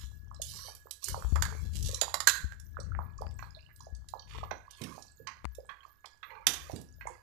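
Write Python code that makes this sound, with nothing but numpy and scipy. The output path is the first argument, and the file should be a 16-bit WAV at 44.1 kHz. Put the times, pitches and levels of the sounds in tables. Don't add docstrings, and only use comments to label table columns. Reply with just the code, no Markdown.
import sys
import numpy as np
from scipy import signal
from scipy.fft import rfft, irfft, next_fast_len
from scipy.io import wavfile
from scipy.ndimage import uniform_filter1d

SR = 44100
rng = np.random.default_rng(int(sys.argv[2]) if len(sys.argv) > 2 else 0)


def generate_wav(signal):
    frames = np.transpose(np.atleast_2d(signal))
    scaled = np.clip(frames, -1, 1) * 32767
    pcm = np.round(scaled).astype(np.int16)
    wavfile.write(sys.argv[1], SR, pcm)


N = 318402


def amp(db):
    return 10 ** (np.asarray(db) / 20)


def unit_rms(x):
    return x / np.sqrt(np.mean(x ** 2) + 1e-20)


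def at_hz(points, hz):
    f, value = np.transpose(points)
    return np.interp(np.log(hz + 1), np.log(f), value)


def add(mix, start_s, sound):
    part = mix[max(round(start_s * SR), 0):][:len(sound)]
    part += sound[:len(part)]


def clock(length_s):
    return np.arange(int(length_s * SR)) / SR


def fade(t, t60_s):
    return amp(-60 * t / max(t60_s, .003))


def swells(rows, attack_s, t60_s):
    t = np.arange(N) / SR
    return sum(amp(db) * np.clip((t - start) / attack_s, 0, 1) ** 2 * fade(np.maximum(t - end, 0), t60_s)
               for start, end, db in rows)


def shaped(x, gain):
    size = next_fast_len(len(x))
    return irfft(rfft(x, size) * gain(np.fft.rfftfreq(size, 1 / SR) + 1), size)[:len(x)]


def curve(colour):
    return lambda hz: amp(at_hz(colour, hz))


def band(centre_hz, width_oct):
    return lambda hz: np.exp(-(np.log2(hz / centre_hz) / (2 * max(width_oct, .05))) ** 2)


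def high_pass(x, edge_hz):
    return signal.sosfilt(signal.butter(4, edge_hz, "high", fs=SR, output="sos"), x)


def noise(colour):
    return unit_rms(shaped(rng.standard_normal(N), curve(colour)))


def rippled(x, depth_db, spacing_hz=130):
    grid_hz = np.arange(1, SR / 2, 50)
    kernel = np.exp(-((grid_hz[:41] - grid_hz[20]) / spacing_hz) ** 2)
    ripple = unit_rms(signal.fftconvolve(rng.standard_normal(len(grid_hz)), kernel, "same"))
    return shaped(x, lambda hz: amp(depth_db * np.interp(hz, grid_hz, np.minimum(ripple, 1))))


def puff(tint, t60_s, ripple_db, spacing_hz=130):
    decay = fade(clock(.25), t60_s)
    burst = np.pad(rng.standard_normal(len(decay)) * decay, (len(clock(.002)), 0))
    burst = rippled(shaped(burst, tint), ripple_db, spacing_hz)
    return burst * np.linalg.norm(decay) / np.linalg.norm(burst)


def bubble(hz, cycles, glide=.06, softness=.6):
    cycles = max(cycles, 1)
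    turns = (clock(.04) - .01) * hz
    steepness = np.where(turns < 0, 2 / softness, 2)
    envelope = 1 / np.cosh(np.clip(turns / cycles * steepness, -40, 40))
    bend = glide * np.log(np.cosh(turns / cycles)) * cycles
    return envelope * np.sin(2 * np.pi * (turns + bend))


def crackle(colour, per_s, spread_db, patchy_db):
    sizes = amp(spread_db * np.minimum(rng.exponential(1, N), 4)) * rng.choice([-1, 1], N)
    spectra = signal.stft(sizes * (rng.random(N) < per_s / SR), nperseg=512)[2]
    patches = uniform_filter1d(rng.standard_normal(spectra.shape), size=3, axis=0)
    patches = unit_rms(uniform_filter1d(patches, size=24, axis=1))
    pops = signal.istft(spectra * amp(patchy_db * np.minimum(patches, 1.5)), nperseg=512)[1][:N]
    return unit_rms(shaped(pops, curve(colour)))


# f/Hz, level/dB
AIR_COLOUR = [(20, 10), (80, 11), (160, -15), (350, -9), (900, -22), (1500, -8), (2600, -35), (4200, -21.5),
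              (6500, -32.5), (12000, -27.5), (14000, -16)]


def background(left_db=-80, right_db=-66, whine_db=-67, whine_hz=1683, width_hz=12):
    whine = shaped(rng.standard_normal(N), lambda hz: 1 / (1 + ((hz - whine_hz) / width_hz) ** 2))
    left = amp(left_db) * noise([(100, 10), (600, -10), (3000, -11), (14000, -18)])
    right = amp(right_db) * noise(AIR_COLOUR) + amp(whine_db) * unit_rms(whine)
    return np.array([left, right])


# t/s, level/dB
GRIP_LEVEL = [(0, -43), (.46, -43), (.72, -52.5), (1.04, -66), (1.12, -30), (1.21, -43), (1.3, -38),
              (1.39, -23.5), (1.55, -37), (1.64, -28.5), (1.71, -31.5), (1.86, -26.5), (2.02, -45.5),
              (2.2, -49), (2.7, -42.5), (2.97, -28.5), (3.12, -43.5), (3.28, -34), (3.72, -57), (3.82, -49),
              (4.0, -48), (4.23, -54), (4.39, -35), (4.68, -59.5), (5.35, -60), (5.55, -52), (5.8, -67.5),
              (6.2, -71), (6.62, -45), (6.84, -52.5), (7.07, -46), (7.21, -63.5)]
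# f/Hz, level/dB
GRIP_COLOUR = [(20, -33.5), (38, -16.5), (52, 0.5), (78, 4.5), (110, -7), (160, -15.5), (250, -27.5),
               (500, -40.5), (900, -53.5), (4000, -78)]
# t/s, level/dB, f/Hz, t60/s, click level/dB
FINGER_BUMPS = [(0.038, -29, 61, 0.18, -60), (1.096, -27.5, 75.5, 0.14, -60), (1.248, -19, 59, 0.32, -27.5),
                (1.324, -10, 73, 0.16, -39), (1.552, -47, 90.5, .05, -32), (2.443, -18.5, 65.4, 0.15, -73),
                (3.268, -31, 65, 0.059, -34.5), (3.926, -29.5, 61, 0.39, -68), (4.385, -45, 71, .08, -29.5),
                (5.445, -33, 69.5, 0.048, -24.5), (5.453, -28.5, 61, 0.38, -19)]


def handling(gain_db=-1, click_t60_s=.0052, click_hz=900, low_cut_hz=36):
    rumble = signal.hilbert(noise(GRIP_COLOUR))
    steady = rumble.real / np.sqrt(uniform_filter1d(abs(rumble) ** 2, size=1500) / 2 + .08)
    grip_db = np.interp(np.arange(N) / SR, *np.transpose(GRIP_LEVEL))
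    out, t = amp(gain_db + grip_db) * steady, clock(.3)
    for s, db, hz, t60_s, click_db in FINGER_BUMPS:
        add(out, s, amp(db) * np.sin(2 * np.pi * hz * t) * fade(t, t60_s) * np.minimum(t / .00222, 1))
        click = puff(lambda f: 1 / (1 + (f / click_hz) ** 2), click_t60_s, ripple_db=1)
        add(out, s - .002, amp(click_db) * click)
    return shaped(out, lambda hz: 1 / (1 + (low_cut_hz / hz) ** 8))


# start/s, end/s, level/dB
CRACKLE_BURSTS = [(-.04, .03, -51.5), (.41, .67, -43), (1.01, 1.1, -39), (1.15, 1.66, -55),
                  (3.36, 3.48, -74), (4.27, 4.38, -59.5), (4.75, 5.02, -56), (5.82, 5.87, -72.5),
                  (6.6, 6.77, -55), (7.05, 7.15, -67.5)]
# f/Hz, level/dB
CRACKLE_COLOUR = [(900, -27), (2100, -15.5), (2800, 4.5), (4500, 8), (7200, 7.5), (9000, 0.5), (11500, 2),
                  (14000, -4)]


def fine_crackle(gain_db=-1, simmer_db=-80):
    envelope = amp(simmer_db) + swells(CRACKLE_BURSTS, attack_s=.022, t60_s=.35)
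    return amp(gain_db) * envelope * crackle(CRACKLE_COLOUR, per_s=2400, spread_db=3.5, patchy_db=8)


# start/s, end/s, level/dB
CHURN_HEAVES = [(.5, .72, -53.5), (1.04, 1.11, -43.5), (1.47, 1.57, -48), (1.85, 2.1, -56), (2.8, 3.1, -66),
                (3.15, 3.3, -63.5), (3.38, 3.46, -71), (4.28, 4.45, -51.5), (4.76, 4.94, -48.5),
                (6.24, 6.7, -53), (7.02, 7.12, -47)]
# f/Hz, level/dB
CHURN_COLOUR = [(200, -28), (380, 6.5), (520, 7.5), (750, -18.5), (1100, 13), (1500, -2.5), (2400, 6.5),
                (3500, -28), (6000, -27.5)]


def churn(bubbles_db=-4, squelch_db=-7, rest_db=-83.5, low_hz=360, high_hz=2250, spread_db=6.5):
    swarm = np.zeros(N)
    for when, pitch, size in rng.random((1400, 3)):
        hz = low_hz * (high_hz / low_hz) ** pitch
        db = at_hz(CHURN_COLOUR, hz) - spread_db * np.log(.097 + size)
        add(swarm, when * N / SR, hz * amp(db) * bubble(hz, cycles=9, glide=0))
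    squelch = crackle(CHURN_COLOUR, per_s=1800, spread_db=1.5, patchy_db=13)
    motion = amp(rest_db) + swells(CHURN_HEAVES, attack_s=.049, t60_s=.19)
    return motion * (amp(bubbles_db) * unit_rms(swarm) + amp(squelch_db) * squelch)


# start/s, end/s, level/dB, f/Hz, width/oct
GRITTY_RASPS = [(0, 0.05, -56, 1980, 0.65), (3.681, 3.726, -61, 1670, 0.2),
                (4.27, 4.472, -51.5, 2560, 0.54), (4.7, 4.777, -57, 3660, 0.24),
                (6.283, 6.467, -52, 890, 0.056), (7.033, 7.198, -76, 1810, 0.48)]


def rasps(slips_per_s=700):
    out, t = np.zeros(N), clock(.19)
    for start, end, db, hz, width_oct in GRITTY_RASPS:
        slips = rng.standard_normal(len(t)) * (rng.random(len(t)) < slips_per_s / SR)
        rasp = unit_rms(rippled(shaped(slips, band(hz, width_oct)), depth_db=5))
        progress = np.clip(t / (end - start), 0, 1)
        add(out, start, amp(db) * np.sqrt(abs(np.sin(np.pi * progress))) * rasp)
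    return out


def ticks(base_db=-58, spread_db=5, low_hz=2600, high_hz=10000, width_oct=.093, count=260):
    out, t = np.zeros(N), clock(.02)
    for when, pitch, size in rng.random((count, 3)):
        snap = np.roll(rng.standard_normal(len(t)) * fade(t, t60_s=.012), len(t) // 4)
        hz = low_hz * (high_hz / low_hz) ** pitch
        db = base_db - spread_db * np.log(.04 + size)
        add(out, when * N / SR, amp(db) * shaped(snap, band(hz, width_oct)))
    return out


def blips(top_db=-50, spread_db=10, low_hz=520, high_hz=1400, count=34):
    out = np.zeros(N)
    for slot, (when, pitch, size) in enumerate(rng.random((count, 3))):
        hz = low_hz * (high_hz / low_hz) ** pitch
        add(out, (slot + when) / count * N / SR, amp(top_db - spread_db * size) * bubble(hz, cycles=1))
    return out


def chirr(level_db=-65, centre_hz=13560, width_hz=110, first_s=.115, period_s=.36):
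    attack_s, hold_s = .015, .06
    t = (np.arange(N) / SR - first_s) % period_s
    envelope = np.minimum(t / attack_s, 1) * fade(np.maximum(t - hold_s, 0), t60_s=.3)
    trill = shaped(rng.standard_normal(N), lambda hz: np.exp(-((hz - centre_hz) / width_hz) ** 2))
    return amp(level_db) * envelope * unit_rms(trill)


# t/s, level/dB, f/Hz, base length/cycles
LARGE_BUBBLES = [(0.315, -34, 1100, 2.1), (0.4003, -35.5, 594, 1.7), (0.6857, -32.5, 765, 0.9),
                 (0.8589, -40, 454, 0.5), (0.8713, -38, 1030, 0.92), (1.0305, -45.5, 1110, 5.8),
                 (1.0854, -28, 1620, 1), (1.1454, -18, 950, 0.8), (1.179, -31, 516, 1.9),
                 (1.2242, -27.5, 1220, 0.9), (1.2472, -32, 1070, 0.7), (1.4623, -27, 1210, 0.7),
                 (1.5257, -30.5, 970, 0.6), (1.8935, -33, 498, 1.9), (1.9342, -33, 507, 1.9),
                 (2.0214, -19, 600, 0.6), (2.0816, -25, 946, 1.1), (2.7707, -24, 1340, 1.7),
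                 (2.7919, -31.5, 520, 1.4), (2.9212, -34, 1364, 3.4), (2.9505, -26, 1585, 0.82),
                 (2.991, -18, 970, 0.82), (3.1905, -38.5, 1120, 4.8), (3.211, -31.5, 496, 1.4),
                 (3.2219, -22, 796, 0.64), (3.427, -25.5, 1110, 0.88), (3.5732, -47.5, 631, 5),
                 (3.8074, -39.5, 1024, 2.7), (3.871, -35, 645, 1.24), (4.1385, -21, 904, 1.23),
                 (4.3503, -37.5, 960, 2.9), (4.4326, -26, 740, 0.5), (4.4376, -27, 1120, 3.8),
                 (4.516, -19, 720, 0.6), (4.6822, -41, 1080, 3.9), (4.9807, -30.5, 745, 0.65),
                 (5.2043, -39, 466, 2.4), (5.5872, -28.5, 516, 1.6), (5.853, -38, 1132, 3.8),
                 (6.0466, -33, 980, 0.86), (6.699, -26.5, 652, 0.85), (7.0564, -31, 590, 0.5),
                 (7.0742, -23.5, 940, 2.04)]


def plops(low_cut_hz=320, tear_db=-27, after_db=-20, after_s=.025):
    out = np.zeros(N)
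    for s, db, hz, cycles in LARGE_BUBBLES:
        add(out, s - .01, amp(db) * bubble(hz, cycles + .2, softness=.8))
        tear = puff(band(hz * .81, width_oct=.4), t60_s=.038, ripple_db=4)
        add(out, s - .004, amp(db + tear_db) * tear)
        for delay, pitch in rng.random((4, 2)):
            follower = bubble(hz * (.45 + .9 * pitch), cycles=1.5)
            add(out, s + after_s * delay - .005, amp(db + after_db) * follower)
    return shaped(out, lambda hz: 1 / (1 + (low_cut_hz / hz) ** 6))


# t/s, level/dB, f/Hz, width/oct
FILM_SNAPS = [(0.3461, -45, 5330, .35), (0.4183, -22.5, 5560, 0.46), (0.7504, -37, 10000, 0.54),
              (0.9102, -26, 6750, 0.81), (1.0429, -21.5, 7640, 0.34), (1.085, -24, 8100, 0.51),
              (1.827, -31, 6600, 0.6), (1.847, -37, 4850, 0.43), (1.9455, -22, 5650, 0.37),
              (2.5988, -42, 6540, 0.5), (2.802, -38, 5850, 0.28), (3.18, -46, 5700, 0.19),
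              (3.215, -48, 7040, 0.67), (3.311, -53, 3820, 0.85), (3.389, -45, 6370, 0.11),
              (3.548, -40, 4190, .1), (3.591, -48.5, 2600, 0.13), (3.762, -48, 6500, .5),
              (3.807, -44, 5320, 0.31), (3.95, -45.5, 5500, 0.33), (4.0869, -38, 5000, .5),
              (4.1953, -37.5, 4600, 0.25), (4.511, -35.5, 4540, 0.24), (4.709, -40, 6280, 0.49),
              (4.8167, -32.5, 3750, 0.79), (4.8383, -32, 3830, 0.7), (5.024, -38.5, 5880, 0.25),
              (5.273, -31, 4180, 0.39), (5.069, -54, 6200, 0.18), (5.5505, -43, 6260, 0.57),
              (5.694, -40.5, 3400, .18), (6.0576, -38, 4720, .42), (6.23, -40.5, 3650, 0.12),
              (6.761, -37, 4520, 0.78), (6.814, -43, 7350, 0.74), (7.072, -38.5, 7540, 0.2)]


def spits(puff_db=-1, tick_db=6, after_db=-45, after_s=.13, scatter_oct=.6):
    out, impulse = np.zeros(N), signal.unit_impulse(len(clock(.02)), "mid")
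    for s, db, hz, width_oct in FILM_SNAPS:
        tint = band(hz, width_oct)
        add(out, s - .002, amp(db + puff_db) * puff(tint, t60_s=.029, ripple_db=7))
        add(out, s - .01, amp(db + tick_db) * shaped(impulse, tint) / np.sqrt(width_oct))
        for delay, pitch, size in rng.random((3, 3)):
            ping = bubble(hz * 2 ** (scatter_oct * (2 * pitch - 1)), cycles=9)
            add(out, s + after_s * delay, amp(after_db) * size * ping)
    return high_pass(out, edge_hz=1000)


# t/s, crack level/dB, knock f/Hz, knock level/dB
SPOON_BLOWS = [(1.358, -32, 1213, -10), (1.4233, -16, 1556, -12.5), (1.4531, -28, 1610, -21.5),
               (2.014, -11, 1660, -30), (2.0326, -24, 1050, -24), (2.1419, -16.5, 1114, -15),
               (2.2037, -19, 1140, -21), (2.2733, -2.5, 1590, -3), (2.2864, -11.5, 1660, -20.5),
               (2.296, -13.5, 1660, -28.5)]
# f/Hz, level/dB, t60/s
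BOWL_MODES = [(1447, -6, .18), (1515, 1, .3), (1575, 1, .2), (1625, -3, .18), (1765, -10, .2),
              (3915, -2, .26), (4227, -9, .22), (4600, -8, .28), (5373, -10, .2), (6984, -7, .2),
              (7146, -3, .24), (7248, -2, .28), (7415, -6, .18), (10790, -5, .16)]
# f/Hz, level/dB
CHINA_COLOUR = [(200, -22), (500, -6), (1100, -12.5), (1600, 11.5), (2500, -2), (4200, 10), (6000, 2.5),
                (7200, 12), (8800, -3.5), (11000, 0.5), (14000, -4)]


def clinks(crack_db=-1, knock_db=-5, hollow_db=-13, ring_db=-19, ring_db_per_db=4.23):
    out, t = np.zeros(N), clock(.4)
    for s, db, hz, body_db in SPOON_BLOWS:
        crack = puff(curve(CHINA_COLOUR), t60_s=.028, ripple_db=3)
        hollow = puff(band(hz * .88, width_oct=.35), t60_s=.049, ripple_db=2)
        add(out, s - .002, amp(db + crack_db) * crack + amp(body_db + hollow_db) * hollow)
        knock = np.sin(2 * np.pi * hz * t) * fade(t, t60_s=.024)
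        ring = sum(amp(mode_db) * fade(t, t60_s) * np.sin(2 * np.pi * (f * t + rng.random()))
                   for f, mode_db, t60_s in BOWL_MODES)
        add(out, s, amp(body_db + knock_db) * knock + amp(db * ring_db_per_db + ring_db) * ring)
    return high_pass(out, edge_hz=350)


# start/s, end/s, level/dB
SEASONING_CLUMPS = [(1.705, 1.77, -41.5), (1.81, 1.89, -38)]
# f/Hz, level/dB
SEASONING_COLOUR = [(600, -23.5), (1500, -11.5), (2500, -2), (4500, 3.5), (7200, 4), (9500, 0),
                    (14000, -3.5)]


def seasoning():
    flow = swells(SEASONING_CLUMPS, attack_s=.046, t60_s=.3)
    return flow * crackle(SEASONING_COLOUR, per_s=900, spread_db=4, patchy_db=4)


# t/s, level/dB, t60/s
LADLE_KNOCKS = [(3.393, -36.5, 0.021), (3.425, -45, 0.072), (4.5099, -30, 0.048), (5.2707, -36.5, 0.16),
                (5.6921, -36, 0.097), (5.767, -53.5, 0.029), (5.832, -52.5, 0.046), (6.044, -43.5, 0.035),
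                (6.23, -36.5, 0.068), (6.305, -43.5, 0.085), (6.352, -45.5, 0.043), (7.011, -37.5, 0.058)]
# f/Hz, half-width/Hz, level/dB
POT_MODES = [(940, 16, -4), (1120, 87, 0), (1604, 70, 7), (1916, 210, -1), (2220, 98, -19),
             (2476, 165, -12), (2760, 86, -22), (2910, 84, -16), (4240, 85, -8)]
# f/Hz, level/dB
DULL_COLOUR = [(300, -20.5), (650, -7), (1000, 11.5), (1700, -6), (2400, 6.5), (3200, -16), (4300, -28.5),
               (6000, -21), (9000, -42), (14000, -28)]


def knocks(gain_db=1, dull_db=-9):
    def tint(hz):
        power = sum(amp(2 * db) / (1 + ((hz - f) / width_hz) ** 2) ** 2 for f, width_hz, db in POT_MODES)
        return np.sqrt(power) + amp(dull_db + at_hz(DULL_COLOUR, hz))
    out = np.zeros(N)
    for s, db, t60_s in LADLE_KNOCKS:
        add(out, s - .002, amp(db + gain_db) * puff(tint, t60_s, ripple_db=3.5))
    return out


# t/s, level/dB, t60/s, upper edge/Hz
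POT_SHIFTS = [(4.511, -46, 0.27, 417), (4.811, -36, 0.49, 265), (5.204, -52, 0.49, 171.7),
              (6.468, -41, 0.37, 381), (6.731, -33.5, 0.39, 283)]


def thuds(low_cut_hz=75, attack_s=.00034):
    out, t = np.zeros(N), clock(.47)
    for s, db, t60_s, edge_hz in POT_SHIFTS:
        body = shaped(rng.standard_normal(len(t)),
                      lambda hz: 1 / (1 + (low_cut_hz / hz) ** 4) / np.sqrt(1 + (hz / edge_hz) ** 5))
        add(out, s, amp(db) * unit_rms(body) * fade(t, t60_s) * np.minimum(t / attack_s, 1))
    return out


# t/s, level/dB, t60/s
WALL_STRIKES = [(6.469, -4.5, 0.018), (6.537, -30, 0.057)]
# f/Hz, level/dB
METAL_COLOUR = [(60, -52), (200, -14), (800, 2), (1700, 3), (2300, 4.5), (3400, 8), (4800, 3.5),
                (6200, 7.5), (9000, 0.5), (14000, -4.5)]


def clacks():
    out = np.zeros(N)
    for s, db, t60_s in WALL_STRIKES:
        add(out, s - .002, amp(db) * puff(curve(METAL_COLOUR), t60_s, ripple_db=1.5, spacing_hz=70))
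    return out


# f/Hz, t60/s
KITCHEN_DECAY = [(100, 0.37), (500, 0.44), (1500, 0.46), (4000, 0.38), (8000, 0.33), (14000, 0.32)]


def kitchen(x, early_db=4, early_t60_s=.095):
    t = clock(.7)
    onset = np.clip((t - .002) / .0045, 0, 1)
    taps = rng.standard_normal(len(t)) * (rng.random(len(t)) < .15) * onset
    taps *= 1 + amp(early_db) * fade(t, early_t60_s)
    hz, frame_s, spectra = signal.stft(taps, SR, nperseg=256)
    decay = amp(-60 * frame_s / at_hz(KITCHEN_DECAY, hz)[:, None])
    tail = signal.istft(spectra * decay, SR, nperseg=256)[1]
    return signal.fftconvolve(x, tail / np.linalg.norm(tail))[:N]


# f/Hz, gain/dB
LEFT_RESPONSE = [(60, -16), (200, -24), (500, -29), (1000, -44), (1600, -26.5), (3000, -36), (4700, -25),
                 (6500, -37), (10000, -37.5), (14000, -48.5)]


def scene(right_grip_db=-43.5):
    # source, room send/dB
    porridge = [(plops() + blips(), -8), (spits(), -5.5),
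                (fine_crackle() + seasoning() + ticks(), -11.5), (churn() + rasps(), -8.5)]
    bowl = [(clinks(), -6)]
    ladle = [(knocks(), -3), (clacks(), -4.5)]
    airborne = thuds() + chirr()
    for place in (porridge, bowl, ladle):
        airborne += sum(x for x, _ in place)
        airborne += kitchen(sum(x * amp(send_db) for x, send_db in place))
    grip = handling()
    left = shaped(airborne, curve(LEFT_RESPONSE)) + grip
    right = airborne + amp(right_grip_db) * grip
    return np.array([left, right]) + background()


def record(dry, ceiling=.9, edge_hz=14350):
    low_pass = signal.firwin(401, edge_hz, window=("kaiser", 8), fs=SR)
    return signal.oaconvolve(ceiling * np.tanh(dry / ceiling), low_pass[None], "same")


dry = scene()
out = record(dry)
generate_wav(out)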